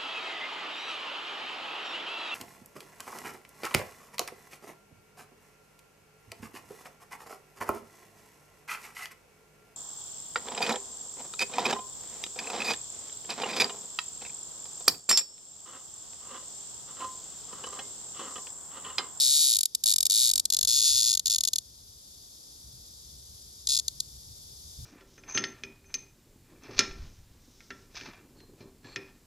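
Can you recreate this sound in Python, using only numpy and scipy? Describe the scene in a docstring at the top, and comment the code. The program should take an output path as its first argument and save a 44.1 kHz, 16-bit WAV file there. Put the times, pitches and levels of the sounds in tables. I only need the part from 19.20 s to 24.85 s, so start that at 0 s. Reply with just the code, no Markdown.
"""A cicada buzzes loudly up close, stutters, falls quiet, then gives one last short burst and two clicks.
It is a large one, held in a hand close to a phone outdoors. Its two tymbals buckle in turn: in each stroke
the ribs snap one after another, each at its own pitch, then the plate springs back; the hollow abdomen
radiates the sound. A dull rustle goes with the strokes, and fingers and pavement scatter the buzz.
Distant cicadas, a town rumble, light wind and low bumps of the handled phone are shaped noise."""
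import sys
import numpy as np
from scipy import signal
from scipy.fft import rfft, irfft, next_fast_len
from scipy.io import wavfile
from scipy.ndimage import uniform_filter1d

SR = 44100
rng = np.random.default_rng(int(sys.argv[2]) if len(sys.argv) > 2 else 0)


def store_pcm(level_fs):
    """Save levels as 16-bit WAV."""
    pcm = np.round(np.clip(level_fs, -1, 1) * 32767).astype(np.int16)
    wavfile.write(sys.argv[1], SR, np.atleast_2d(pcm).T)


N = 249165
TIME = np.arange(N) / SR
ACCENT_SPREAD_DB = 0.5  # slight random variation from stroke to stroke


def undb(db):
    """Decibels to gain."""
    return 10 ** (np.asarray(db) / 20)


def read(table, at):
    """The columns of a curve at the given places, joined by straight lines."""
    first, *columns = np.transpose(table)
    return [np.interp(at, first, column) for column in columns]


def level(table):
    """Gain over the whole scene from a (start_s, level_db) curve."""
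    return undb(read(table, TIME)[0])


def over_bins(table, size):
    """The columns of a spectrum on the bins of a transform, joined on a log-frequency axis."""
    hz, *columns = np.transpose(table)
    bins = np.maximum(np.fft.rfftfreq(size, 1 / SR), 1)
    return [np.interp(np.log(bins), np.log(hz), column) for column in columns]


def colour(x, spectrum, size=2048):
    """Minimum-phase filter: folding the cepstrum makes the given spectrum causal."""
    cepstrum = irfft(np.log(undb(over_bins(spectrum, size)[0])))
    cepstrum[1:size // 2] *= 2
    cepstrum[size // 2 + 1:] = 0
    response = irfft(np.exp(rfft(cepstrum)))[:size // 2]
    return signal.fftconvolve(x, response)[:N]


def walk(rate):
    """Random levels held 1 / rate s and slewed twice; spread near 1."""
    hold = int(SR / rate)
    held = np.repeat(rng.standard_normal(N // hold + 1), hold)
    slewed = uniform_filter1d(uniform_filter1d(held, hold), hold)[:N]
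    return slewed * np.sqrt(3 / 2)


def noise(spectrum):
    """Stereo noise of unit level with the given colour and width."""
    size = next_fast_len(N)
    mid_db, side_db = over_bins(spectrum, size)
    white = rfft(rng.standard_normal((2, size)))
    mid, side = irfft(white * undb([mid_db, mid_db + side_db]), size)[:, :N]
    pair = np.array([mid + side, mid - side])
    return pair / pair.std()


# bouts of buzzing, each a curve of the muscle's pace: start_s, pace (strokes per s of each tymbal)
BOUT_PACES = [
    [(-0.0014, 59.5), (0.024, 75.9), (0.0641, 63.0), (0.1182, 72.5), (0.176, 73.2), (0.2093, 84.3),
     (0.2468, 72.0), (0.3549, 47.5)],
    [(0.6585, 57.8), (0.7225, 50.7)],
    [(0.8984, 47.0), (1.0069, 62.6), (1.0535, 63.0), (1.0985, 50.1)],
    [(1.4731, 67.8), (1.5105, 55.0), (1.5668, 76.4), (1.6162, 46.3), (1.6592, 89.5), (1.7352, 62.9),
     (1.7847, 65.6), (1.8221, 49.2), (1.8866, 65.6), (1.9363, 37.3)],
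    [(2.0986, 56.5), (2.1453, 48.2)],
    [(4.4885, 69.4), (4.5358, 69.4), (4.5652, 46.9), (4.5939, 41.4)],
]
# the second tymbal's lag beyond a fixed delay, one value per bout: share of the muscle cycle
LAG_SHARES = [.26, .29, .28, 0.25, 0.28, 0.2]
LAG_MS, JITTER_MS = 3.0, 0.059  # fixed part of the lag; random timing spread of every stroke


def bout(pace, lag_share):
    """Strokes (s, accent dB) of both tymbals: the first fires once a muscle cycle, the second a little later."""
    t = np.arange(pace[0][0], pace[-1][0], 1 / SR)
    rate, = read(pace, t)
    cycles = np.cumsum(rate) / SR
    fires = np.diff(np.floor(cycles), prepend=-1) > 0
    lag = LAG_MS / 10 ** 3 + lag_share / rate[fires]
    chance = rng.standard_normal((fires.sum(), 4)).T
    first_jitter, second_jitter = JITTER_MS / 10 ** 3 * chance[:2]
    accents = ACCENT_SPREAD_DB * chance[2:]
    first = np.c_[t[fires] + first_jitter, accents[0]]
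    second = np.c_[t[fires] + lag + second_jitter, accents[1]]
    return first, second


def bouts():
    """All the buzzing: a list of stroke runs for each of the two tymbals."""
    return zip(*(bout(pace, share) for pace, share in zip(BOUT_PACES, LAG_SHARES)))


# how the insect holds its body: start_s, pose (index, slides between rib tables),
# tension (pitch factor), overtone_db (added to each rib's own overtone)
POSTURE = [(0, 0, 1, -1.5), (.3, 0.25, 0.96, 6), (.55, 0.11, 1.0, 3), (1.05, 0.045, 0.98, 2),
           (1.2, 0.16, 1, 1), (1.3, 0.87, 1, 2), (1.65, 0.99, 0.96, 3), (2.0, 1.08, 0.99, 1.5),
           (2.4, 0.85, 0.96, 2), (4.45, 1.9, 0.97, 1), (4.8, 1.95, 0.99, 1.5)]


def tymbal(strokes, poses, overtone_hz, slip_ms, scatter_db, detune, size=320):
    """Each stroke (s, dB) is a run of rib snaps; each snap swells and dies within a few cycles."""
    when, accent_db = np.transpose(strokes)
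    pose, tension, bright_db = read(POSTURE, when)

    # rib timing and pitch slide from one pose to the next; the last pose holds beyond its index
    pose_numbers = np.arange(len(poses))
    blend = np.array([np.interp(pose, pose_numbers, one) for one in np.eye(len(poses))])
    ribs = np.einsum("ps,prc->csr", blend, np.array(poses))
    rib_ms, rib_hz, rib_db, peak_ms, overtone_db = ribs[..., None]

    # every snap is slightly off in time, force and pitch
    slip, force, pitch = rng.standard_normal((len(when), 3, len(poses[0]), 1)).swapaxes(0, 1)
    index = (when * SR).astype(int)[:, None] + np.arange(size)
    now_ms = (index / SR - when[:, None])[:, None] * 10 ** 3
    age_ms = np.maximum(now_ms - rib_ms - slip_ms * slip, 0)
    turn = 2 * np.pi * age_ms / 10 ** 3 * tension[:, None, None] * (1 + detune * pitch)

    low = age_ms / peak_ms
    high = low * 1.5  # the overtone swells and dies faster
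    snaps = low * np.exp(1 - low) * np.sin(turn * rib_hz)
    overtone_gain = undb(overtone_db + bright_db[:, None, None])
    snaps += overtone_gain * high * np.exp(1 - high) * np.sin(turn * overtone_hz)

    run = (snaps * undb(rib_db + scatter_db * force)).sum(axis=1)
    sound = undb(accent_db)[:, None] * run
    inside = (index >= 0) & (index < N)
    return np.bincount(index[inside], sound[inside], N)


# snaps of one stroke, the last is the spring back; one list per pose. Pitch is before tension and detune,
# overtone before posture, level before scatter: snap_ms (into the stroke), pitch_hz, level_db,
# peak_ms (swell time to the peak), overtone_db (against the snap)
FIRST_RIBS = [
    [(-0.07, 7050.0, -14.5, 0.33, -6.4), (0.672, 5200.0, -14.7, 0.09, -8.2),
     (1.173, 7310.0, -11.5, 0.1, -5.3), (1.478, 4430.0, -14.0, 0.21, -6.0),
     (2.282, 5230.0, -14.7, 0.09, 3.7), (2.805, 4300.0, -11.7, 0.15, -7.2),
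     (3.838, 8280.0, -9.6, 0.16, -7.1)],
    [(0.194, 8440.0, -14.5, 0.14, -1.7), (0.603, 6410.0, -11.7, 0.1, -19.0),
     (1.017, 6220.0, -14.4, 0.15, -1.2), (1.588, 4980.0, -13.6, 0.18, -6.9),
     (2.126, 7800.0, -20.5, 0.31, -6.1), (2.642, 4000.0, -12.9, 0.22, -18.0),
     (3.72, 6890.0, -17.4, 0.33, -4.3)],
    [(-0.05, 6020.0, -21.6, 0.33, -6.6), (0.536, 5460.0, -18.8, 0.27, -11.1),
     (1.066, 6670.0, -19.4, 0.15, 0.4), (1.492, 5020.0, -20.0, 0.25, -8.5),
     (2.148, 7800.0, -14.9, 0.16, -18.0), (2.688, 4160.0, -13.6, 0.29, -23.8),
     (3.832, 7230.0, -18.6, 0.27, -7.1)],
]


def first_tymbal(strokes):
    """The leading plate, buckling in the bouts and the stutters; its snaps also voice the single clicks."""
    return tymbal(strokes, FIRST_RIBS, overtone_hz=10800, slip_ms=.009, scatter_db=.5, detune=.008)


# the second plate's snaps, one list per pose, same columns:
# snap_ms, pitch_hz, level_db, peak_ms, overtone_db
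SECOND_RIBS = [
    [(0.021, 9300.0, -16.3, 0.27, -17.0), (0.264, 6740.0, -16.4, 0.18, -5.1),
     (1.278, 7650.0, -13.9, 0.1, -3.2), (1.423, 4800.0, -16.2, 0.31, -7.6),
     (2.114, 7800.0, -23.2, 0.3, -2.5), (2.708, 3980.0, -13.4, 0.33, -12.3),
     (3.608, 7670.0, -17.6, 0.33, -3.0)],
    [(0.251, 6520.0, -16.4, 0.18, -4.6), (0.788, 4900.0, -16.1, 0.08, -8.5),
     (1.042, 8800.0, -13.3, 0.15, -19.0), (1.629, 4430.0, -12.4, 0.13, -13.3),
     (2.246, 6580.0, -15.2, 0.13, -5.8), (2.779, 4440.0, -10.8, 0.18, -12.5),
     (3.78, 7270.0, -15.2, 0.29, -6.9)],
]
# gain on the second plate: start_s, level_db
SECOND_DB = [(0, 2), (2.2, 0), (4.5, -1.5)]


def second_tymbal(strokes):
    """The following plate, buckling in the bouts; its one lone click, at 1.33 s, is voiced with the first
    plate's snaps."""
    plate = tymbal(strokes, SECOND_RIBS, overtone_hz=10600, slip_ms=.011, scatter_db=.6, detune=.01)
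    return level(SECOND_DB) * plate


# radiation of the hollow abdomen in the cupped hand: freq_hz, level_db
BODY = [(600, -52), (1500, -26), (1900, -29.5), (2200, -14.5), (2600, -15.5), (3100, -6), (3600, -2),
        (4600, -0.94), (5800, 0), (7300, -1), (9500, -0.5), (12000, -3.5), (14000, -1.5), (16000, -34)]
# how hard the muscles pull: start_s, level_db
EFFORT = [(0, -0.7), (.35, -2.16), (.6, -0.05), (1.3, -0.43), (2.1, -0.57), (2.4, -2.2), (4.8, -0.2)]


def cicada():
    """Both tymbals sound through the abdomen; the stutters and single clicks are played with the first plate's
    snaps, though the click at 1.33 s belongs to the second plate."""
    first, second = bouts()
    lead = first_tymbal(np.vstack([*first, single_strokes()]))
    follow = second_tymbal(np.vstack(second))
    return colour(lead + follow, BODY) * level(EFFORT)


# colour and width of the dull rustle: freq_hz, level_db (per Hz, relative), side_db (side minus mid)
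RUSTLE = [(70.4, -18, -13), (140, -3, -24), (283, 3, -27), (604, -5.5, -13), (800, -1, 3), (990, -11, -23),
          (1680, -6.5, 8), (2550, -17.5, -9)]


def rustle_with(buzz):
    """Dull noise whose strength follows the smoothed size of the buzz."""
    strength = uniform_filter1d(np.abs(buzz), size=384)
    return undb(-34.5) * noise(RUSTLE) * strength


def reflections(x, t60, db, size=8192):
    """Diffuse scatter: two independent noise tails of set energy, falling 60 dB in t60 seconds."""
    tail = rng.standard_normal((2, size)) * np.exp(-np.log(1000) * TIME[:size] / t60)
    tail /= np.sqrt((tail ** 2).sum(axis=1, keepdims=True))
    return undb(db) * signal.fftconvolve(x[None], tail, axes=1)[:, :N]


# colour and width of the distant cicadas: freq_hz, level_db (per Hz, relative), side_db (side minus mid)
CHORUS = [(1490, -28, 10), (2750, -21.5, -27), (3125, -13, -3), (3520, -2, 0.5), (4020, -4, -3),
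          (4930, 4.5, -8.5), (5400, 0.5, -1), (7040, -0.5, -5.5), (8600, 2.5, -21), (11960, -6.5, 4),
          (12900, -9, -21), (14900, -43, -16)]
# their loudness, before a small random shimmer: start_s, level_db
CHORUS_DB = [(0, -52.5), (1.3, -56.5), (2.0, -55), (3.0, -51), (4.2, -50), (5.0, -50), (5.65, -48.5)]


def distant_cicadas():
    """Far insects merge into a hiss whose level shimmers quickly."""
    shimmer_db = .5 * walk(120)
    return noise(CHORUS) * level(CHORUS_DB) * undb(shimmer_db)


# colour and width of the town rumble: freq_hz, level_db (per Hz, relative), side_db (side minus mid)
TOWN = [(60.3, -24, -13), (129, -0.5, -10), (249, -1, -9), (417, -4.5, -1.5), (660, -11, 2.5),
        (785, -11.5, 4), (1080, -16.5, 7), (1780, -23.5, 1), (3000, -39, -21)]
# its loudness: start_s, level_db
TOWN_DB = [(0, -88), (.55, -68.5), (1.1, -63.5), (1.7, -68.5), (2.3, -67.5), (2.7, -67), (3.3, -64.5),
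           (4.3, -66), (5.65, -64.5)]


def town_rumble():
    """Low noise with a drifting level."""
    return noise(TOWN) * level(TOWN_DB)


# the steady breeze, before its flutter: start_s, level_db
BREEZE_DB = [(0, -62), (.5, -69.5), (1.1, -60.5), (2.0, -57.5), (2.6, -64.5), (3.6, -61), (5.65, -58)]
# puffs of air and, in the first two seconds, low bumps of the handled phone; level is before the trim:
# start_s (of full strength), length_s (at full strength), level_db
PUFFS_AND_BUMPS = [(0.05, .07, -57.5), (1.04, .08, -59), (1.51, .06, -56), (3.448, 0.04, -52.5),
                   (3.539, 0.039, -51.5), (4.1, .06, -53), (4.27, 0.016, -53), (4.936, .05, -54),
                   (5.083, 0.04, -49), (5.442, 0.05, -52), (5.592, .061, -44)]
EDGE_S, TRIM_DB = 0.027, -0.5  # edge: fade before and after each puff or bump
FLUTTER_PER_S, FLUTTER_DB = 8.7, 2.5


def low_noise_strength():
    """A fluttering breeze, or the puff or bump above it, which swells, holds and fades."""
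    breeze = level(BREEZE_DB) * undb(FLUTTER_DB * walk(FLUTTER_PER_S))
    swells = np.zeros(N)
    for start, length, db in PUFFS_AND_BUMPS:
        end = start + length
        corners = [start - EDGE_S, start, end, end + EDGE_S]
        swells += undb(db + TRIM_DB) * np.interp(TIME, corners, [0, 1, 1, 0])
    return np.maximum(breeze, swells)


# colour and width shared by wind and bumps: freq_hz, level_db (per Hz, relative), side_db (side minus mid)
WIND = [(20, -32, -21), (35.7, -6, -10), (50.7, -4.5, -18), (64.5, 2.5, -23), (84, -4.5, -9),
        (129, -5.5, -13.5), (204, -20.5, -4), (406, -50.5, -15)]


def wind_and_handling():
    """Moving air on the microphone and bumps of the phone, both as one low noise that swells and fades."""
    return noise(WIND) * low_noise_strength()


# stutters, even runs of single strokes: start_s, strokes (count), spacing_ms
STUTTERS = [(0.3663, 3, 20.9), (0.4315, 2, 23.5), (0.7373, 5, 22.7), (0.8534, 2, 11.8), (1.1128, 4, 21.8),
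            (1.3015, 6, 21.7), (1.4288, 2, 20.1), (1.9503, 3, 22.2), (2.0575, 3, 10.6), (2.159, 3, 24.0),
            (2.2355, 2, 15.0), (2.274, 2, 9.5), (2.333, 3, 25.2)]
# single clicks, some alone, some within or right beside a run or bout (the one at 1.3348 s is a lone stroke of
# the second plate): start_s
CLICKS = [0.5489, 0.6376, 1.1966, 1.2537, 1.3348, 4.4708, 4.6805, 4.8022]


def single_strokes():
    """Strokes (s, accent dB) played with the first tymbal's snaps and without a partner stroke: the stutters
    and the single clicks (the one at 1.33 s is a lone stroke of the second plate)."""
    runs = [start + np.arange(strokes) * spacing_ms / 10 ** 3 for start, strokes, spacing_ms in STUTTERS]
    when = np.concatenate([*runs, CLICKS])
    # a little stronger on average than a stroke in a bout
    accent_db = 0.42 + ACCENT_SPREAD_DB * rng.standard_normal(len(when))
    return np.c_[when, accent_db]


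def scene():
    """The insect, its scatter off fingers (same at both ports) and pavement (all round), and the surroundings."""
    buzz = cicada()
    rustle = rustle_with(buzz)
    fingers = reflections(buzz, t60=0.012, db=-6.5)[0]
    pavement = reflections(buzz, t60=.027, db=-17)
    surroundings = distant_cicadas() + town_rumble() + wind_and_handling()
    return buzz + rustle + fingers + pavement + surroundings


# phase between the phone's two ports: freq_hz, lead_rad (by which left leads)
PORT_LEAD = [(1500, 0), (3600, .4), (5100, 1.05), (5900, -1.2), (6900, -1.5), (8100, -2.95), (8900, -3.25),
             (10700, -4.3), (12300, -5.45), (12900, -6.28)]
# level between the ports: freq_hz, balance_db (left minus right)
PORT_BALANCE = [(100, 1), (700, 2), (1500, 1), (2500, 13), (3600, 3), (5100, 5), (5900, 2), (7200, 5.5),
                (8800, -3), (16000, 3.7)]


def record(dry):
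    """The two ports differ in phase and level with frequency; a steep low-pass cuts the top."""
    size = next_fast_len(N + SR // 10)
    lead = over_bins(PORT_LEAD, size)[0]
    balance_db = over_bins(PORT_BALANCE, size)[0]
    left = undb(balance_db / 2)
    right = undb(-balance_db / 2) * np.exp(-1j * lead)
    heard = irfft(rfft(dry, size) * np.array([left, right]), size)[:, :N]
    low_pass = signal.ellip(8, .2, 70, 16200, fs=SR, output="sos")  # ripple dB, stopband dB, cutoff Hz
    return signal.sosfilt(low_pass, heard)


dry = scene()
out = record(dry)
store_pcm(out)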